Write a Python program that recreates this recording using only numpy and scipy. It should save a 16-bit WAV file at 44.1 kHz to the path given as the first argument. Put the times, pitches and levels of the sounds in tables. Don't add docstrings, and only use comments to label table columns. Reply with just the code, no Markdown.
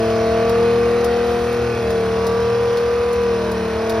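import sys
import numpy as np
from scipy import signal
from scipy.fft import rfft, irfft
from scipy.io import wavfile
from scipy.ndimage import uniform_filter1d

SR = 44100
rng = np.random.default_rng(int(sys.argv[2]) if len(sys.argv) > 2 else 0)


def to_wav(s):
    ch = np.atleast_2d(s).T
    pcm = np.round(np.clip(ch, -1, 1) * 32767)
    wavfile.write(sys.argv[1], SR, pcm.astype(np.int16))


N = 176400
T = np.arange(N) / SR
HZ = np.fft.rfftfreq(N, 1 / SR)


def amp(db):
    return 10 ** (np.asarray(db) / 20)


def unit_rms(x):
    return x / np.sqrt(np.mean(abs(x) ** 2) + 1e-20)


def curve(points):
    return np.interp(T, *np.transpose(points))


def spectrum_at(points, hz):
    f, value = np.transpose(points)
    return np.interp(np.log(hz + 1), np.log(f + 1), value)


def drift(rate_hz):
    count, control_hz = 2048, 256
    lowpass = np.exp(-(np.fft.rfftfreq(count, 1 / control_hz) / rate_hz) ** 2)
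    slow = unit_rms(irfft(rfft(rng.standard_normal(count)) * lowpass))
    return np.interp(T, np.arange(count) / control_hz, slow)


def partial(turns, order, wander, rate_hz):
    angle = 2 * np.pi * (order * turns + rng.random())
    in_phase = (1 + wander * drift(rate_hz)) * np.cos(angle)
    quadrature = wander * drift(rate_hz) * np.sin(angle)
    return (in_phase + quadrature) / np.sqrt(.5 + wander ** 2)


def ringing(modes, age):
    return sum(amp(db - 60 * age / t60) * np.sin(2 * np.pi * hz * age) for hz, db, t60 in modes)


def resonance_db(resonances, hz):
    return sum(db / (1 + (2 * (hz - centre) / width) ** 2) for centre, width, db in resonances)


# frequency in Hz, correlation between the two microphone ports from 0 to 1.
COHERENCE = [(60, .998), (300, .985), (750, .85), (1300, .95), (1800, .985), (2400, .88), (3400, .62),
             (4500, .72), (5500, .85), (6300, .75), (7300, .98), (8200, .98), (9400, .7), (10400, .98),
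             (11700, .98), (12600, .6), (14200, .97), (15800, .65)]


def noise(spectrum, envelope):
    common, opposed = rfft(rng.standard_normal((2, N)) * envelope)
    coherence = np.clip(spectrum_at(COHERENCE, HZ), -1, 1)
    mid = common * np.sqrt((1 + coherence) / 2)
    side = opposed * np.sqrt((1 - coherence) / 2)
    colour = amp(spectrum_at(spectrum, HZ))
    return irfft(np.array([mid + side, mid - side]) * colour, N) * np.sqrt(SR / 2)


# frequency in Hz, level in dB.
IDLE_TONES = [(54.8, -58), (69.3, -40), (73.1, -39.5), (78.3, -42.5), (85.3, -50), (91.3, -46), (97.6, -45),
              (103.6, -48)]


def idling_diesel():
    return sum(amp(db) * partial(hz * T, order=1, wander=0.18, rate_hz=1.9) for hz, db in IDLE_TONES)


# frequency in Hz, spectral density in dB.
RUSH_SPECTRUM = [(20, -72), (40, -73), (60, -58), (110, -62), (170, -64), (300, -69), (480, -61),
                 (750, -63.5), (1200, -67), (2000, -71.5), (2550, -71), (3200, -75), (4200, -76.5),
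                 (5500, -77), (7000, -87.5), (9000, -84), (11000, -93.5), (15500, -103)]
# frequency in Hz, depth of the drifting patches in dB.
PATCH_DEPTH = [(300, 3), (2500, 3), (4500, 2.7)]
# centre in Hz, width in Hz, lift in dB.
METAL_RESONANCES = [(2509, 70, 2.5), (4170, 110, 3), (5720, 90, 2.5)]


def rush():
    hz, _, spectrogram = signal.stft(noise(RUSH_SPECTRUM, envelope=0.99), SR, nperseg=2048)
    patches = uniform_filter1d(rng.standard_normal(spectrogram.shape[1:]), size=4, axis=0)
    patches = unit_rms(uniform_filter1d(patches, size=9, axis=1))
    gain_db = spectrum_at(PATCH_DEPTH, hz)[:, None] * patches
    gain_db += resonance_db(METAL_RESONANCES, hz)[:, None]
    return signal.istft(spectrogram * amp(gain_db), nperseg=2048)[1][:, :N]


# frequency in Hz, relative level in dB, time to fall 60 dB in seconds.
FRAME_MODES = [(510, 0, .6)]


def clank(start_s=1.3, rise_s=.02, level_db=-29):
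    age = np.maximum(T - start_s, 0)
    return amp(level_db) * np.minimum(age / rise_s, 1) * ringing(FRAME_MODES, age)


# start in seconds, length in seconds, level in dB.
WHEEL_SQUEALS = [(.61, .28, -43), (1.67, .24, -43)]


def squeals(pitch_hz=2509, fade_s=0.054):
    envelope = np.zeros(N)
    for start, length, db in WHEEL_SQUEALS:
        nearest_end_s = np.minimum(T - start, start + length - T)
        envelope += amp(db) * np.clip(nearest_end_s / fade_s, 0, 1)
    return envelope * partial(pitch_hz * T, order=1, wander=.18, rate_hz=35)


# start in seconds, gain of the hiss in dB, gain of its lower body in dB.
AIR_SPITS = [(0.492, -6, -5), (1.042, -1.5, -2.5), (1.524, -11, -11), (1.902, -7.5, -6), (2.265, -3, -5),
             (2.769, -11.5, -4), (3.128, -6, -15), (3.513, -7.5, -11), (3.894, -0.5, -2.5)]
# frequency in Hz, spectral density in dB.
HISS_SPECTRUM = [(3000, -87), (5500, -70), (8000, -69.5), (11000, -71.5), (15500, -73.5)]
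BODY_SPECTRUM = [(2000, -82.5), (3700, -62.5), (5000, -63), (6500, -75.5), (9000, -80)]
# time in seconds, gain of the hiss in dB.
LEAK_GAIN = [(1.12, -51), (1.26, -20), (1.5, -22), (1.68, -46)]
# frequency in Hz, relative level in dB, time to fall 60 dB in seconds.
PIPE_MODES = [(4350, -53.5, .07), (5010, -50.5, 0.063), (5500, -53, .06)]


def spits(rise_s=0.0039, fall_s=0.0083, tail_s=0.048, tail_db=-21.5, pipe_db=-10):
    hiss, body = amp(curve(LEAK_GAIN)), np.zeros(N)
    for start, hiss_db, body_db in AIR_SPITS:
        age = np.maximum(T - start - rise_s, 0)
        fall = np.exp(-age / fall_s) + amp(tail_db) * np.exp(-age / tail_s)
        envelope = np.clip((T - start) / rise_s, 0, 1) * fall
        hiss += amp(hiss_db) * envelope
        body += amp(body_db) * envelope
    pipe_response = ringing(PIPE_MODES, T[:SR // 4])
    pipe = signal.fftconvolve(body * rng.standard_normal(N), pipe_response)[:N]
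    return noise(HISS_SPECTRUM, hiss) + noise(BODY_SPECTRUM, body) + amp(pipe_db) * pipe


# crank angle as a fraction of a turn, relative level in dB.
CRANK_KNOCKS = [(0.122, -7), (0.859, -6)]
# frequency in Hz, spectral density in dB.
CLATTER_SPECTRUM = [(300, -79.5), (1000, -71.5), (2500, -83), (3300, -81.5), (4300, -82.5), (6000, -84),
                    (9000, -104), (11000, -93), (15500, -100)]


def clatter(turns, decay_turns=0.23, spread_db=2):
    envelope = np.zeros(N)
    for angle, db in CRANK_KNOCKS:
        age_turns = turns + 1 - angle
        strength_by_turn = amp(db + spread_db * rng.standard_normal(size=256))
        envelope += strength_by_turn[age_turns.astype(int)] * np.exp(-(age_turns % 1) / decay_turns)
    return noise(CLATTER_SPECTRUM, unit_rms(envelope))


# centre in Hz, width in Hz, lift in dB.
PANEL_RESONANCES = [(612, 12, 13), (789, 26, 6), (991, 12, 10), (1061, 8.7, 5.5), (1489, 31, 8),
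                    (1505, 26, -0.5), (1859, 36, 8.5)]


def panel_gain(hz):
    return np.interp(T, T[::200], amp(resonance_db(PANEL_RESONANCES, hz[::200])))


# frequency in Hz, level of an order there in dB.
BUZZ_SPECTRUM = [(700, -45.5), (900, -48.5), (1100, -48.5), (1300, -48.5), (1500, -50.5), (1680, -53),
                 (1880, -54.5), (2150, -57), (2330, -54.5), (2600, -56), (3000, -65.5), (4500, -68.5)]
# time in seconds, gain in dB.
BUZZ_GAIN = [(0, 0), (.45, 3), (.8, 1.5), (1.3, 0.5), (1.9, 0), (2.4, 0), (3.1, -1.5), (3.6, .5), (4, 1.5)]


def buzz(turns, speed, stereo_width=.15, wander_hz=1.4, flutter=0.05):
    out = np.zeros((2, N))
    for order in np.setdiff1d(np.arange(19, 112), [20, 25, 30]):
        level = amp(spectrum_at(BUZZ_SPECTRUM, order * speed.mean())) * panel_gain(order * speed)
        mid = partial(turns, order, wander=0.33, rate_hz=wander_hz)
        side = stereo_width * drift(wander_hz) * np.cos(2 * np.pi * (order * turns + rng.random()))
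        out += level * np.array([mid + side, mid - side])
    return out * amp(curve(BUZZ_GAIN)) * (1 + flutter * drift(rate_hz=40))


# time in seconds, level in dB.
LOW_WHINE_LEVEL = [(0, -46), (.8, -58), (1.35, -42), (1.75, -60), (2.3, -37), (3.35, -37.5), (3.75, -44),
                   (4, -35)]
HIGH_WHINE_LEVEL = [(0, -41.5), (.55, -33), (1.15, -42), (1.7, -38), (2, -41), (2.3, -34), (2.7, -38.5),
                    (3.3, -38.5), (3.6, -45), (4, -39)]


def whines(turns):
    low = amp(curve(LOW_WHINE_LEVEL)) * partial(turns, order=25, wander=0.14, rate_hz=5.8)
    high = amp(curve(HIGH_WHINE_LEVEL)) * partial(turns, order=30, wander=0.14, rate_hz=7.5)
    return low + high


# time in seconds, level of the fundamental in dB.
GROWL_LEVEL = [(0.0, -41), (0.6, -30), (1.45, -34), (1.76, -42), (1.86, -31.5), (2.31, -29.5),
               (2.88, -40.5), (3.23, -31), (3.63, -28), (3.98, -50), (4.0, -44)]
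# multiple of the blade tone, level in dB.
BLADE_OVERTONES = [(2, -44), (3, -48)]


def fan(turns, blades_per_turn=4.955):
    passes = blades_per_turn * turns
    growl = amp(curve(GROWL_LEVEL)) * partial(passes, order=1, wander=0.056, rate_hz=2.0)
    return growl + sum(amp(db) * partial(passes, round(multiple), wander=1.0, rate_hz=1.7)
                       for multiple, db in BLADE_OVERTONES)


# multiple of the crank speed, level in dB.
ENGINE_ORDERS = [(2, -45.5), (4, -49.5), (7, -49.5), (8, -49.5), (14, -42), (15, -49), (16, -42.5),
                 (20, -46)]


def steady_orders(turns, speed):
    out = np.zeros(N)
    for order, db in ENGINE_ORDERS:
        level = amp(db) * panel_gain(round(order) * speed)
        out += level * partial(turns, round(order), wander=0.29, rate_hz=1.9)
    return out


# time in seconds, level in dB.
BASS_LEVEL = [(0, -31.5), (.3, -35), (.75, -28.5), (1.2, -37.5), (1.7, -32), (2.1, -34), (2.5, -29),
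              (3.1, -43.5), (3.45, -33.5), (4, -31)]
HUM_LEVEL = [(0, -26.5), (.5, -29.3), (.75, -29.3), (1.15, -31.3), (1.65, -30.3), (2.0, -35), (2.2, -33.7),
             (2.4, -38), (2.9, -40), (3.2, -37), (3.5, -30.3), (3.75, -31.5), (4, -27)]
NASAL_LEVEL = [(0, -26), (.35, -23.5), (.7, -34), (1.0, -31), (1.35, -28.5), (1.7, -37), (1.92, -31.5),
               (2.4, -36.5), (2.8, -40.5), (3.7, -37), (3.95, -27)]
NASAL_NEIGHBOUR_LEVEL = [(0, -28), (.45, -27.5), (.75, -48), (1.9, -40), (2.7, -51.5), (3.3, -45),
                         (3.8, -32.5), (4, -31)]


def exhaust(turns, fifth_db=-3.5):
    bass = amp(curve(BASS_LEVEL)) * partial(turns, order=3, wander=0.29, rate_hz=1.9)
    hum = partial(turns, order=6, wander=0.024, rate_hz=10.0)
    fifth = amp(fifth_db) * partial(turns, order=9, wander=0.14, rate_hz=7.9)
    nasal = amp(curve(NASAL_LEVEL)) * partial(turns, order=18, wander=0.16, rate_hz=6)
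    neighbour = amp(curve(NASAL_NEIGHBOUR_LEVEL)) * partial(turns, order=17, wander=0.18, rate_hz=2.2)
    return bass + amp(curve(HUM_LEVEL)) * (hum + fifth) + nasal + neighbour


# time in seconds, level in dB.
DRONE_LEVEL = [(0.0, -20.5), (0.38, -19.5), (0.62, -15), (1.22, -18.5), (1.48, -21), (1.63, -20),
               (1.76, -23.5), (1.95, -18.5), (2.07, -20.5), (2.53, -17.5), (3.12, -18), (3.32, -17.5),
               (3.43, -23), (3.71, -24), (3.95, -21.5), (4.0, -23)]
# time in seconds, left minus right in dB on top of the ports' own balance.
DRONE_PAN = [(0, -0.29), (.7, -0.36), (1.25, 1.3), (1.8, -0.59), (2.3, -.7), (4, -.5)]


def drone(turns, order=12, throb_db=-31.5):
    envelope = amp(curve(DRONE_LEVEL)) + amp(throb_db) * np.cos(2 * np.pi * turns)
    lean = amp(curve(DRONE_PAN) / 2)
    return np.array([lean, 1 / lean]) * np.sqrt(2) * envelope * np.cos(2 * np.pi * order * turns)


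# time in seconds, crank speed in turns per second.
CRANK_SPEED = [(0, 37.65), (0.28, 37.75), (0.6, 38.89), (0.85, 39.36), (1.15, 39.58), (1.65, 39.54),
               (1.83, 38.52), (2.03, 37.87), (2.14, 37.77), (2.35, 38.66), (2.6, 39.2), (3.1, 39.76),
               (3.2, 39.63), (3.42, 38.3), (3.62, 37.62), (4, 37.37)]
# time in seconds, gain of the rush, clatter and steady orders in dB.
MACHINE_BED_GAIN = [(0, 0.5), (.5, 0), (1.1, 0), (1.7, -0.5), (2.25, -0.7), (2.8, -1), (3.3, -2),
                    (3.7, -1.5), (4, -1.5)]


def scene():
    speed = curve(CRANK_SPEED)
    turns = np.cumsum(speed) / SR
    bed_gain = amp(curve(MACHINE_BED_GAIN))
    tones = drone(turns) + exhaust(turns) + bed_gain * steady_orders(turns, speed)
    tones += fan(turns) + whines(turns) + buzz(turns, speed)
    return tones + bed_gain * (clatter(turns) + rush()) + spits() + squeals() + clank() + idling_diesel()


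# frequency in Hz, left minus right in dB.
PORT_BALANCE = [(80, 0), (250, 1.5), (470, 2), (750, 0.8), (980, -2.5), (1200, -3), (1800, -0.3),
                (2300, -1.5), (3000, -3), (4300, 2.5), (6000, 1.5)]
# frequency in Hz, phase lead of the left port in radians.
PORT_PHASE = [(100, 0), (230, -.16), (470, -.36), (780, -.8), (1130, -.4), (1380, -.03), (1950, 0),
              (2400, .8), (3400, 1.05), (4300, .45), (4900, -.25), (5600, .2), (7300, 3.05), (8200, 3.2),
              (9200, 4), (10200, 6.1), (11700, 6.3), (12500, 7.0), (13500, 9.2), (15500, 9.9)]


def record(dry, cutoff_hz=15880):
    left = amp(spectrum_at(PORT_BALANCE, HZ) / 2) * np.exp(.5j * spectrum_at(PORT_PHASE, HZ))
    ports = irfft(rfft(dry) * np.array([left, 1 / left]), N)
    lowpass = signal.firwin(511, cutoff_hz, window=("kaiser", 9), fs=SR)
    return signal.oaconvolve(ports, lowpass[None], "same")


dry = scene()
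out = record(dry)
to_wav(out)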